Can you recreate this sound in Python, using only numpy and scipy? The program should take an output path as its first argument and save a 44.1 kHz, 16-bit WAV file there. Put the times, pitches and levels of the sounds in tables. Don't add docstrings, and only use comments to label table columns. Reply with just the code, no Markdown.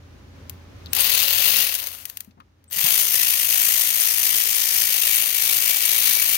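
import sys
import numpy as np
from scipy import signal
from scipy.fft import rfft, irfft, next_fast_len
from scipy.io import wavfile
from scipy.ndimage import uniform_filter1d

SR = 44100
rng = np.random.default_rng(int(sys.argv[2]) if len(sys.argv) > 2 else 0)


def master(y):
    cut = np.clip(np.atleast_2d(y).T, -1, 1)
    pcm = np.round(cut * 32767)
    wavfile.write(sys.argv[1], SR, pcm.astype(np.int16))


N = 280917
TIME = np.arange(N) / SR
RIGHT_LAG = 21

TRIGGER_PULLS = [(.91, 1.6), (2.685, 7)]


def undb(db):
    return 10 ** (np.asarray(db) / 20)


def curves(table):
    seconds, *columns = np.transpose(table)
    return [np.interp(TIME, seconds, column) for column in columns]


def colour(x, hz, db):
    size = next_fast_len(N + 4096)
    bin_hz = np.maximum(np.arange(size // 2 + 1) * SR / size, 1)
    response = undb(np.interp(np.log(bin_hz), np.log(hz), db))
    return irfft(rfft(x, size) * response, size)[..., :N]


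def walk(rate_hz):
    step = int(SR / rate_hz)
    points = rng.standard_normal(N // step + 2)
    return uniform_filter1d(np.interp(np.arange(N) / step, np.arange(len(points)), points), step // 2)


def fade(t, t60):
    return np.exp(-np.log(1000) * t / t60)


def place(x, right_db):
    return np.array([x, undb(right_db) * np.roll(x, RIGHT_LAG)])


def rings(rows, rise_s):
    out, t = np.zeros(N + SR), np.arange(SR // 2) / SR
    for start_s, hz, width_hz, db, t60 in rows:
        start = int(start_s * SR)
        band = signal.butter(2, [hz - width_hz / 2, hz + width_hz / 2], "band", fs=SR, output="sos")
        ring = signal.sosfilt(band, rng.standard_normal(SR))[-len(t):]
        ring /= np.sqrt(np.mean(ring ** 2))
        out[start:start + len(t)] += undb(db) * fade(t, t60) * (1 - np.exp(-t / rise_s)) * ring
    return out[:N]


def workshop(air_bed_db=-49):
    # frequency in Hz, relative level of the air in dB.
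    air_spectrum = [(20, -34), (38, -20), (55, -8.5), (87, -6), (166, -14.5), (270, -13.5), (350, -21.5),
                    (550, -23.5), (700, -28), (1000, -27.5), (2200, -32), (6600, -40.5), (7600, -49),
                    (16000, -50)]
    # pitch in Hz, level in dB before the fader.
    hum_tones = [(58, -61), (86, -51), (118.4, -62), (280, -69), (388, -70.5), (571, -72), (818, -76.5)]
    # time in seconds, hum fader in dB, air fader in dB.
    faders = [(0, 4, -1.5), (.7, 4.5, 1.5), (.92, 8, 5), (1.05, -3, -8), (2.55, -10, -14.5),
              (3, -9.5, -8.5), (6.37, -9, -14)]
    hum_db, air_db = curves(faders)
    hz, db = np.transpose(air_spectrum)
    side_db = np.interp(np.log(hz), np.log([80, 250, 600]), [-17, -5, 0])
    mid = colour(rng.standard_normal(N), hz, db)
    side = colour(rng.standard_normal(N), hz, db + side_db)
    air = np.array([mid + side, mid - side]) / np.std(mid) * undb(air_bed_db + air_db + .95 * walk(13))
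    hum = sum(undb(db + 2 * walk(9)) * np.sin(2 * np.pi * hz * TIME + (.3 + hz / 350) * walk(14))
              for hz, db in hum_tones)
    return air + np.sqrt(2) * undb(hum_db) * hum


def windings(hz=8160, lead_s=.008):
    chirps = [(pressed - lead_s, hz, 200, -42.5, .12) for pressed, _ in TRIGGER_PULLS]
    return place(rings(chirps, rise_s=.01), right_db=-8.5)


def bumps():
    # start in seconds, centre in Hz, width in Hz, level in dB, t60 in seconds.
    contacts = [(.859, 4460, 2000, -23, 0.012), (.867, 3670, 1200, -31, 0.026),
                (.966, 863, 252, -30.5, 0.19), (2.275, 225, 90, -48, 0.24),
                (2.308, 3550, 3000, -51.5, 0.045), (2.372, 207, 91, -46, 0.27),
                (2.374, 696, 690, -51, 0.15), (2.401, 1150, 300, -38, 0.062),
                (2.402, 2230, 2110, -43.5, 0.043), (2.765, 172, 70, -44, 0.21),
                (2.84, 161, 68.6, -39, 0.36), (2.85, 910, 400, -32.5, .25)]
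    return place(rings(contacts, rise_s=.0014), right_db=-7.5)


def socket_chimes(width_hz=350, t60=.05):
    # start in seconds, pitch in Hz, level in dB.
    pings = [(1.0, 9530, -7.5), (1.005, 8410, -13), (1.147, 9650, -10), (1.751, 9760, -17),
             (3.023, 9900, -14), (4.008, 9600, -9), (4.553, 9830, -12), (5.158, 9770, -7.5),
             (5.855, 9700, -10)]
    chimes = rings([(start_s, hz, width_hz, db, t60) for start_s, hz, db in pings], rise_s=.00033)
    return place(chimes, right_db=-8.5)


def motor(spin_up_s=.045, coast_s=.36, friction=.15):
    spin, age = np.zeros(N), np.zeros(N)
    for pressed, released in TRIGGER_PULLS:
        rise = 1 - np.exp(-np.maximum(TIME - pressed, 0) / spin_up_s)
        coast = (1 + friction) * np.exp(-np.maximum(TIME - released, 0) / coast_s) - friction
        spin += rise * np.maximum(coast, 0)
        age = np.where(TIME >= pressed, TIME - pressed, age)
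    return spin, age


def effort(spin, load, slack_s=.0087, waver_db=1):
    # time in seconds, level of the ring at full spin in dB.
    fader = [(1.05, -16.5), (1.38, -19), (1.5, -17.5), (1.75, -20.5), (2.7, -24.5), (2.85, -17.5),
             (3.08, -20.5), (4.3, -20), (5.4, -20.5), (6.25, -19)]
    engaged = np.interp(TIME - slack_s, TIME, spin)
    level = undb(curves(fader)[0] + waver_db * walk(13))
    body_db = -24.5 + 3 * load
    return level * engaged ** 1.52, level * engaged ** .91 * undb(body_db)


def drive(turns, age, load, gain, gear_teeth=42, build_s=2.7):
    # multiple of the stroke rate, free and loaded level in dB relative to the clatter.
    harmonics = [(1, -51.5, -45), (2, -54.5, -35.5), (3, -43, -34.5), (4, -45, -38.5), (5, -50, -43)]
    shake = np.zeros(N)
    for multiple, free_db, loaded_db in harmonics:
        level = undb(free_db + load * (loaded_db - free_db) + 3.9 * walk(11))
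        shake += level * np.sin(2 * np.pi * multiple * turns + .37 * walk(15))
    whine_db = np.interp(age, [0, build_s], [-36, -18.5]) + 3.3 * walk(30)
    whine = undb(whine_db) * np.sin(2 * np.pi * gear_teeth * turns + 1.8 * walk(110) + 3 * walk(8))
    return np.sqrt(2) * gain * (place(shake, right_db=-8) + place(whine, right_db=-5))


def panels(x, sway_s=.00005):
    # delay in seconds, level in dB.
    taps = [(.0019, -27.5), (.0043, -21), (.0071, -23.5)]
    mirrored = [sum(undb(db) * np.interp(TIME - delay - sway_s * walk(3), TIME, channel)
                    for delay, db in taps) for channel in x]
    return x + np.array(mirrored)


def grip(x, depth_db=1.8, rate_hz=6):
    out = x
    for hz in 1900 * np.sqrt(2) ** np.arange(6):
        band = signal.lfilter(*signal.iirpeak(hz, Q=7, fs=SR), x)
        out = out + band * (undb(depth_db * walk(rate_hz)) - 1)
    return out


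def head(x, load):
    # frequency in Hz, left gain in dB, right gain in dB.
    free_eq = [(170, -46, -38), (355, -38, -43.5), (523, -25, -32.5), (1566, -21.5, -24),
               (1830, -11.5, -18), (3030, -3, -7.5), (3890, -7, -13), (6580, -2.5, -14.5),
               (8060, -10, -12.5), (8900, -2.5, -3.5), (10000, -4.5, -10.5), (13640, 4, -10.5),
               (13900, 9, -7), (14060, -2.5, -12)]
    loaded_eq = [(152.4, -39.5, -36.5), (354, -32, -48.5), (514, -26, -32), (1566, -21.5, -26),
                 (2140, -10.5, -17), (2740, -2.5, -13.5), (4700, -2, -13), (5730, -8, -19), (6660, -4, -20),
                 (7650, -12, -23), (8800, -9, -13.5), (10200, -10, -20), (13100, 2, -15), (15700, 1, -15)]
    # centre in Hz, width in Hz, gain in dB.
    housing_modes = [(550, 38, 1.5), (2750, 510, -2), (4250, 650, -13.5)]
    free, loaded = (np.array([colour(x[0], hz, left_db), colour(x[1], hz, right_db)])
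                    for hz, left_db, right_db in (np.transpose(free_eq), np.transpose(loaded_eq)))
    housing = sum(undb(db) * signal.lfilter(*signal.iirpeak(hz, hz / width, fs=SR), loaded)
                  for hz, width, db in housing_modes)
    return (1 - load) * free + load * (loaded + housing)


def strike(times, sizes, ring_s, rise_s, echo_db, echo_s):
    # pitch in Hz, t60 in seconds, gain in dB.
    steel_modes = [(1942, 0.059, -25), (2250, 0.025, -38.5), (2810, 0.02, -29), (3970, 0.01, -36),
                   (6100, .012, -15), (8470, 0.023, -33.5), (9640, 0.022, -12.5), (13470, 0.016, -19.5)]
    starts = (times * SR).astype(int)
    t = np.arange(SR // 3) / SR
    crack_t = t[:SR // 60]
    crack = fade(crack_t, ring_s) * (1 - np.exp(-crack_t / rise_s))
    echo = fade(t, echo_s) * (1 - np.exp(-t / .001))
    power = signal.oaconvolve(np.bincount(starts, sizes ** 2, N)[:N], crack ** 2)[:N]
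    power += undb(2 * echo_db) * signal.oaconvolve(power, echo ** 2 / np.sum(echo ** 2))[:N]
    near, far = np.sqrt(np.abs(power)) * rng.standard_normal((2, N))
    for hz, t60, db in steel_modes:
        blows = np.bincount(starts, sizes * rng.standard_normal(len(starts)), N)[:N]
        radius, angle = fade(1 / SR, t60), 2 * np.pi * hz / SR
        feedback = [1, -2 * radius * np.cos(angle), radius ** 2]
        near = near + undb(db) * signal.lfilter([0, radius * np.sin(angle)], feedback, blows)
    blend_hz = [700, 1500, 8000]
    right = colour(near, blend_hz, [-.8, -7, -11]) + colour(far, blend_hz, [-8, -1, -.4])
    return np.array([near, np.roll(right, RIGHT_LAG)])


def clacks(load):
    # start in seconds, strength of the blow in dB.
    hits = [(0.4959, -15.5), (0.8595, -38), (0.932, -1), (0.9497, -4), (0.965, -4), (1.006, -4),
            (1.101, -7), (1.1374, -5), (1.1782, -5), (1.455, -4), (1.568, -2.5), (1.59, -5), (1.7412, -5.5),
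            (1.751, -7), (1.7928, -17), (1.8702, -9), (2.0539, -11), (2.094, -26), (2.098, -15.5),
            (2.171, -13), (2.2049, -13.5), (2.2468, -36), (2.4003, -48), (2.6408, -41), (2.728, -8.5),
            (4.8189, -4), (5.0704, -4.5)]
    times, db = np.transpose(hits)
    blows = strike(times, undb(db), ring_s=.019, rise_s=.00018, echo_db=-17.5, echo_s=.21)
    return colour(head(blows, np.clip(load, 0, .3)), [500, 1200, 2500, 14000], [-.5, 8.5, -2, -.5])


def pawl(turns, stroke_hz, load, slop=.016, scatter_db=2.1):
    # place in the stroke from 0 to 1, free strength in dB, loaded strength in dB.
    pattern = [(.1, 1.5, -4), (.29, 3, -5), (.37, -2.5, -5.5), (.52, 1.5, -8.5), (.6, 3.5, -6),
               (0.902, -9.5, -4.5)]
    where, free_db, loaded_db = np.transpose(pattern)
    strokes = np.arange(int(turns[-1]))[:, None]
    chance = np.clip(rng.standard_normal((len(strokes), 2, len(where))), -2, 1.4)
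    times = np.interp(strokes + where + slop * chance[:, 0], turns, TIME)
    db = free_db + np.interp(times, TIME, load) * (loaded_db - free_db) + scatter_db * chance[:, 1]
    return times, undb(db) * np.minimum(np.interp(times, TIME, stroke_hz) / 36, 1)


def clatter(turns, stroke_hz, load, ring_gain, body_gain, rattle_db=-14, rasp_db=-20):
    times, sizes = pawl(turns, stroke_hz, load)
    rattle_at, softness = rng.random((2200, 2)).T
    times = np.append(times, rattle_at * TIME[-1])
    sizes = np.append(sizes, undb(rattle_db - 36 * softness))
    blows = strike(times, sizes, ring_s=.022, rise_s=.00078, echo_db=-6, echo_s=.22)
    rasp = undb(rasp_db) * place(rng.standard_normal(N), right_db=-10.5)
    metal = grip(head(panels(blows + rasp), load))
    low = signal.sosfiltfilt(signal.butter(4, 1600, fs=SR, output="sos"), metal)
    ring, body = (band / np.sqrt(uniform_filter1d(band.mean(0) ** 2, SR // 8) + 1e-9)
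                  for band in (metal - low, low))
    return ring_gain * ring + body_gain * body


def scene(free_stroke_hz=54.83):
    # time in seconds, load from 0 to 1.
    resistance = [(0.93, 0.96), (1.6, 0.77), (2.2, 0.24), (2.88, 0.23), (3.1, 0), (3.9, 0.02), (6.37, 0.26)]
    # time in seconds, stroke rate lost at full spin in Hz.
    thread_drag = [(.93, 0), (1.08, 17), (1.32, 17), (1.42, 4), (1.6, 5), (2.7, 0)]
    spin, age = motor()
    stroke_hz = spin * (free_stroke_hz - curves(thread_drag)[0])
    turns = np.cumsum(stroke_hz) / SR
    load = curves(resistance)[0]
    ring_gain, body_gain = effort(spin, load)
    tool = clatter(turns, stroke_hz, load, ring_gain, body_gain) + clacks(load)
    tool += drive(turns, age, load, ring_gain)
    return workshop() + windings() + bumps() + socket_chimes() + tool


def record(dry, top_hz=15800):
    lowpass = signal.ellip(12, .1, 85, top_hz, fs=SR, output="sos")
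    return signal.sosfilt(lowpass, np.clip(dry, -1, 1))


dry = scene()
out = record(dry)
master(out)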